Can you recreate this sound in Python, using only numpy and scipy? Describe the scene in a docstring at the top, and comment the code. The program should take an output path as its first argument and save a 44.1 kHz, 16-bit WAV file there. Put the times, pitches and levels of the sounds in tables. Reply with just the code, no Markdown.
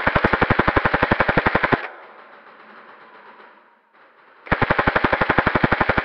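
"""An electric airsoft gun is firing full-auto out of a bare room, beside a muffled camera microphone.
Each cycle the gears wind the spring, the piston slides and slams, the body rings and a puff of air
thumps the microphone. At 1.7 s the burst ends and the motor coasts down.
From 2 s other guns rattle far off in the building, with a faint falling motor whine.
At 4.5 s the near gun fires a second long burst, to the end."""
import sys
import numpy as np
from scipy import signal
from scipy.fft import rfft, irfft
from scipy.io import wavfile
from scipy.ndimage import uniform_filter1d, minimum_filter1d

SR = 44100
rng = np.random.default_rng(int(sys.argv[2]) if len(sys.argv) > 2 else 0)


def transcribe(u):
    """Save the signal u as a 16-bit wav file named by the first command-line argument.

    u: samples, shape (n,) or (channels, n), limited to [-1, 1]; the rate is SR.
    q: integer samples, one column per channel.
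    """
    v = np.clip(np.atleast_2d(u).T, -1, 1)
    q = np.round(v * 32767).astype(np.int16)
    wavfile.write(sys.argv[1], SR, q)


N = 266364
LEAD = SR // 2  # samples before 0 s: the gun is already firing
TIME = np.arange(-LEAD, N) / SR

# near bursts: (first strike [s], base cycle [s], shots [count])
NEAR_BURSTS = [(-.3757, .08654, 25), (4.5223, .08451, 18)]


def strikes(first_s, cycle_s, count, first_extra_s=.0157, sag_s_per_shot=.000039):
    """Strike times [s] of a burst: a long first cycle as the motor spins up, then battery sag."""
    shot = np.arange(count)
    return first_s + shot * cycle_s + first_extra_s * (shot > 0) + sag_s_per_shot * shot * (shot - 1) / 2


def all_strikes():
    """Strike times [s] of both bursts."""
    return np.concatenate([strikes(*row) for row in NEAR_BURSTS])


def piston(gain_db=16.5, ring_db=-43, scatter_db=2.44, jitter_s=.00004,
           rattle_db=-28, rattle_t60_s=.076, slide_db=-32, slide_s=.0065):
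    """Each cycle: a scrape, nearly the same knocks and a loose rattle, all ringing the gun body."""
    # gear release to last wall echo: (time after strike [s], relative level [dB], treble [dB])
    knocks = [(-.0082, -22, 12), (-.0048, -12, -8.5), (-.0022, -14, -1), (0, -1, 10.5), (.0012, -8, -0.5),
              (.0056, -7.5, -7), (.0078, -7, -1), (.009, -6.5, -2), (0.0122, -13, -5), (0.017, -15.5, -8.5),
              (.024, -23, 4)]
    # knock spectrum: (frequency [Hz], gain [dB])
    knock_colour = [(60, -38), (150, -21), (300, -2.5), (500, 7.5), (900, 2), (1600, 1.5), (2200, -5.5),
                    (2700, -18.5), (3600, -12), (5000, -19), (12000, -21.5)]
    # gun body: (frequency [Hz], relative level [dB], t60 [s])
    body_modes = [(578, -6, 0.069), (822.7, -4, 0.1), (1045, 3.5, 0.037), (1270, -4, 0.06),
                  (1390, 2.5, 0.017), (1620, 0.5, 0.022), (1785, -18, 0.056), (1891, -11, 0.14),
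                  (2260, 1.5, 0.013), (2950, -3, 0.022), (3405, -7, 0.025), (4000, -18, 0.053),
                  (4710, -4, 0.049)]
    force, scrape = np.zeros((2, len(TIME)))
    impulse = signal.unit_impulse(256)
    contacts = [colour(impulse, [(1900, db), (4000, db + treble_db)]) for _, db, treble_db in knocks]
    for strike_s in all_strikes():
        for (lag_s, *_), contact in zip(knocks, contacts):
            late, size = rng.standard_normal(2)
            add(force, strike_s + lag_s + jitter_s * late, undb(scatter_db * size) * contact)
        add(scrape, strike_s, undb(rattle_db) * fade(rattle_t60_s))
        add(scrape, strike_s - slide_s, np.full(int(slide_s * SR), undb(slide_db)))
    force = colour(force + scrape * noise(), knock_colour)
    ring = through(force, modes(body_modes))
    return undb(gain_db) * (force + undb(ring_db) * ring)


def air_puffs(hard_width_s=.00053, jitter_s=.00032):
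    """Blunt pressure pulses on the microphone, varying in strength, sign and backswing."""
    # every cycle: (time after strike [s], half width [s], level [dB], scatter [dB], push chance [0-1])
    cycle_puffs = [(-.0035, 0.00072, -22, -2.5, 0.3), (.0026, 0.00061, -5.5, 4, .2),
                   (0.0116, 0.00044, -16, 5, .45)]
    # square hits on the microphone: (time [s], level [dB])
    hard_puffs = [(.163, 5.5), (.249, 1), (0.2573, -1), (0.4331, 2), (0.508, 3.5), (.5177, 5), (0.7738, 6),
                  (1.1274, 0), (1.3746, 8), (1.738, 8), (4.525, 4), (4.6336, -1), (4.8789, 2), (5.3871, 7),
                  (5.6436, 6)]
    puffs = [(time_s, hard_width_s, -undb(db)) for time_s, db in hard_puffs]
    for strike_s in all_strikes():
        for lag_s, width_s, db, scatter_db, push_chance in cycle_puffs:
            late, size = rng.standard_normal(2)
            sign = 1 if rng.random() < push_chance else -1
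            puffs.append((strike_s + lag_s + jitter_s * late, width_s, sign * undb(db + scatter_db * size)))
    out = np.zeros(len(TIME))
    window_s = np.arange(-SR // 100, SR // 100) / SR
    for time_s, width_s, gain in puffs:
        pulse = np.exp(-(window_s / width_s) ** 2 / 2)
        backswing = rng.standard_normal() * window_s / width_s
        add(out, time_s + window_s[0], gain * (1 + backswing) * pulse)
    return out


def motor(wind_up_s=.057, let_go_s=.085, spin_up_s=.04, coast_s=1.1, coast_db_per_s=55):
    """Trigger state, speed and sound strength: the motor spins up while held, then coasts."""
    held, speed, strength = np.zeros((3, len(TIME)))
    for row in NEAR_BURSTS:
        times_s = strikes(*row)
        running_s = np.maximum(TIME - times_s[0] + wind_up_s, 0)
        coasting_s = np.maximum(TIME - times_s[-1] - let_go_s, 0)
        spin = 1 - np.exp(-running_s / spin_up_s)
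        started = running_s > 0
        held += started & (coasting_s == 0)
        speed = np.where(started, spin * np.exp(-coasting_s / coast_s), speed)
        strength += spin ** 2 * undb(-coast_db_per_s * coasting_s)
    return uniform_filter1d(held, size=900), speed, strength


def gears(mesh_hz=1604, grind_db=-32.5, whine_db=-42, low_gear_db=-3, sag=.0902, load_db=2):
    """Teeth grind while the trigger is held; two mesh tones sag under the spring and sink on coasting."""
    # grind spectrum: (frequency [Hz], gain [dB])
    gear_colour = [(60, -35.5), (150, -28), (300, -1), (600, -3.5), (1100, 2.5), (1600, 5), (2250, 1.5),
                   (2700, -7.5), (3300, -7), (3650, -8.5), (4000, -1.5), (4500, -3.5), (5000, -9.5),
                   (12000, -31)]
    held, speed, strength = motor()
    times_s = all_strikes()
    cycle_phase = np.interp(TIME, times_s, np.arange(len(times_s))) % 1
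    load = held * (cycle_phase - .5)  # the spring tightens between strikes
    hz = mesh_hz * speed * (1 - sag * load)
    tones = whine(hz, width_hz=250) + undb(low_gear_db) * whine(hz / 2, width_hz=70)
    teeth = unit(colour(noise() * flutter(db=2.5, hold_s=.0029), gear_colour))
    return strength * (undb(grind_db + load_db * load) * held * teeth + undb(whine_db) * tones)


def ticks(gain_db=12):
    """Latch, trigger and pellets: short hard clacks of varied brightness."""
    # (time [s], relative level [dB], t60 [s], treble [dB])
    clacks = [(0.184, -24.5, 0.037, 2.5), (0.272, -30.5, 0.1, 8), (1.829, -31, .06, -2),
              (1.842, -30, 0.092, -9), (4.46, -44, .06, 6), (4.471, -32, 0.038, -21.5)]
    # clack spectrum: (frequency [Hz], gain [dB])
    clack_colour = [(100, -30), (400, 3), (1200, 3), (2300, 1.5), (3000, -13), (5000, -5), (12000, -19)]
    out = np.zeros(len(TIME))
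    for time_s, db, t60_s, treble_db in clacks:
        clack = colour(noise_decay(t60_s), [(2500, .0077), (9000, treble_db)])
        add(out, time_s, undb(db + gain_db) * clack)
    return colour(out, clack_colour)


def room(x, early_db=-14, early_t60_s=.093, late_db=-15.5, late_t60_s=2.2, delay_s=.012):
    """Close bare walls answer at once; the building rings on, duller."""
    # wall reflections: (frequency [Hz], gain [dB])
    wall_colour = [(70, -16), (160, 2.5), (280, -9), (2000, 0), (5000, -4.5)]
    # building tail: (frequency [Hz], gain [dB])
    tail_colour = [(70, -20.5), (160, 5), (300, 0), (600, 1), (900, -3), (2000, -6), (5000, -8.5)]
    response = np.zeros(3 * SR)
    for db, t60_s, outline in [(early_db, early_t60_s, wall_colour), (late_db, late_t60_s, tail_colour)]:
        tail = noise_decay(t60_s)
        tail /= np.linalg.norm(tail)
        response[int(delay_s * SR):][:len(tail)] += undb(db) * colour(tail, outline)
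    return through(x, response)


def far_guns(shot_db=10, tail_t60_s=.34, knock_db=1, knock_t60_s=.14, crack_t60_s=.011,
             whirr_db=-3, whirr_t60_s=1.55, whirr_rise_s=.051):
    """Shots in other rooms: a small crack, a hollow knock, a reverberant swell, and a lingering whirr as the
    building rings on."""
    # (relative level [dB], crack [dB], room boom [dB], attack blur [s], shot times [s])
    far_bursts = [(-45, 0, 1, 0.013, (2.021, 2.18, 2.32, 2.465, 2.589, 2.687, 2.758, 2.878, 3.001, 3.139, 3.258, 3.39)),
                  (-51, -18, -13, 0.027, (3.93, 3.99, 4.166, 4.255, 4.345, 4.415))]
    # shot spectrum: (frequency [Hz], gain [dB])
    shot_colour = [(60, -48), (140, -5), (300, -7.5), (500, -11.5), (800, 3), (1200, 3.5), (1900, -2),
                   (2500, -13), (3050, -13), (3400, -16), (4050, -5), (4400, -10), (6000, -17.5)]
    # whirr spectrum: (frequency [Hz], gain [dB])
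    whirr_colour = [(60, -35), (130, -17.5), (220, -9), (340, -2), (410, -2), (570, 1.5), (700, -5),
                    (900, -2), (1500, -1), (2100, -10.5), (3000, -18), (3500, -22.5), (4000, -13.5),
                    (5500, -25), (9000, -36)]
    # rung by a knock: (frequency [Hz], width [Hz], relative level [dB])
    hollows = [(409, 91, -1), (580, 70, -7.5), (1164, 60, -11), (3050, 160, -19), (4040, 130, -15)]
    # of the building: (frequency [Hz], width [Hz], relative level [dB])
    standing_waves = [(219, 26, -13), (580, 29, -28)]
    grain = noise() * flutter(db=-1, hold_s=.008)
    knock = undb(knock_db) * resonances(hollows)
    whirr = unit(colour(noise(), whirr_colour))
    boom = resonances(standing_waves)
    out = 0
    for db, crack_db, boom_db, blur_s, times_s in far_bursts:
        crack = undb(crack_db) * far_envelope(times_s, crack_t60_s, rise_s=1 / SR)
        swell = far_envelope(times_s, tail_t60_s, blur_s)
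        shots = undb(shot_db) * colour((crack + swell) * grain, shot_colour)
        knocks = far_envelope(times_s, knock_t60_s, blur_s) * knock
        linger = undb(whirr_db) * far_envelope(times_s, whirr_t60_s, whirr_rise_s)
        out += undb(db) * (shots + knocks + linger * (whirr + undb(boom_db) * boom))
    return out


def far_envelope(times_s, t60_s, rise_s):
    """Far shots summed in power; many paths blur each attack."""
    power, decay = np.zeros(len(TIME)), fade(t60_s)
    attack = np.minimum(np.arange(len(decay)) / (rise_s * SR), 1)
    for time_s in times_s:
        add(power, time_s, (attack * decay) ** 2)
    return np.sqrt(power)


def far_motor(gain_db=-1):
    """A distant motor whines as it runs down."""
    # (time [s], frequency [Hz], relative level [dB])
    run_down = [(2.7, 1051, -62), (3.05, 1001, -55.5), (3.33, 966, -51), (3.57, 968, -56.5),
                (3.7, 950, -60.5), (4.1, 914, -69)]
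    times_s, hz, db = np.transpose(run_down)
    tone = whine(np.interp(TIME, times_s, hz), width_hz=55)
    return undb(np.interp(TIME, times_s, db) + gain_db) * tone


def undb(db):
    """Decibels to gain."""
    return 10 ** (np.asarray(db) / 20)


def unit(x):
    """Scale to rms 1."""
    return x / np.sqrt(np.mean(x ** 2))


def noise():
    """White noise over the whole scene."""
    return rng.standard_normal(len(TIME))


def add(track, time_s, x):
    """Mix x into the track from time_s on."""
    start = max(int(round(time_s * SR)) + LEAD, 0)
    part = track[start:start + len(x)]
    part += x[:len(part)]


def through(x, response):
    """Pass x through an impulse response."""
    return signal.fftconvolve(x, response)[:len(x)]


def colour(x, outline, size=2048):
    """Minimum-phase filter from (frequency [Hz], gain [dB]) points."""
    hz, db = np.transpose(outline)
    bins_hz = np.maximum(np.arange(size // 2 + 1) * SR / size, 1)
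    gain = undb(np.interp(np.log(bins_hz), np.log(hz), db))
    cepstrum = irfft(np.log(gain))
    cepstrum[1:size // 2] *= 2
    cepstrum[size // 2 + 1:] = 0
    return through(x, irfft(np.exp(rfft(cepstrum))))


def fade(t60_s):
    """Envelope falling 60 dB."""
    return np.exp(-np.log(1000) * np.arange(int(t60_s * SR)) / (t60_s * SR))


def noise_decay(t60_s):
    """Dying noise, 3 s at most."""
    envelope = fade(t60_s)
    return rng.standard_normal(3 * SR)[:len(envelope)] * envelope


def whine(hz, width_hz):
    """A tone whose level and phase waver over a narrow band."""
    lowpass = signal.butter(2, width_hz / 2, fs=SR, output="sos")
    waver = signal.sosfilt(lowpass, noise() + 1j * noise())
    carrier = np.exp(2j * np.pi * np.cumsum(hz) / SR)
    return unit(np.real(waver * carrier))


def modes(table):
    """Impulse response of damped modes, 3 s long."""
    t = np.arange(3 * SR) / SR
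    return sum(undb(db - 60 * t / t60_s) * np.cos(2 * np.pi * hz * t) for hz, db, t60_s in table)


def resonances(table):
    """Noise ringing in narrow bands."""
    return sum(undb(db) * whine(np.full(len(TIME), hz), width_hz) for hz, width_hz, db in table)


def flutter(db, hold_s):
    """Gain wandering by db rms, smoothed over hold_s."""
    return undb(db * unit(uniform_filter1d(noise(), int(hold_s * SR))))


def scene():
    """The near gun in its room, its puffs on the microphone, and the far guns."""
    gun = piston() + gears() + ticks()
    return (gun + room(gun) + air_puffs() + far_guns() + far_motor())[None]


def record(dry, notch_hz=688, notch_width_hz=58, ceiling=.55, hiss_db=-93,
           peak=.85, limiter_s=.004, top_hz=15700):
    """The microphone's position hollows a narrow band near 700 Hz; shots overload it;
    its cover muffles the treble; a limiter holds the peaks."""
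    # covered microphone: (frequency [Hz], gain [dB])
    mic_colour = [(20, -5), (2200, 4.5), (3200, 3), (4400, -10), (5100, -10.5), (5700, -21.5), (6500, -39),
                  (7050, -31.5), (7500, -36.5), (8100, -28), (8900, -24), (9600, -33.5), (11500, -36),
                  (13500, -66.5)]
    notch = signal.iirnotch(notch_hz, notch_hz / notch_width_hz, fs=SR)
    hollowed = signal.lfilter(*notch, dry[0])
    overloaded = ceiling * np.tanh(hollowed / ceiling)
    muffled = colour(overloaded, mic_colour) + undb(hiss_db) * noise()
    size = int(limiter_s * SR)
    gain = minimum_filter1d(peak / np.maximum(np.abs(muffled), peak), 2 * size)
    limited = muffled * uniform_filter1d(uniform_filter1d(gain, size), size)
    lowpass = signal.ellip(8, .2, 70, top_hz, fs=SR, output="sos")
    return signal.sosfilt(lowpass, limited)[None, LEAD:]


dry = scene()
out = record(dry)
transcribe(out)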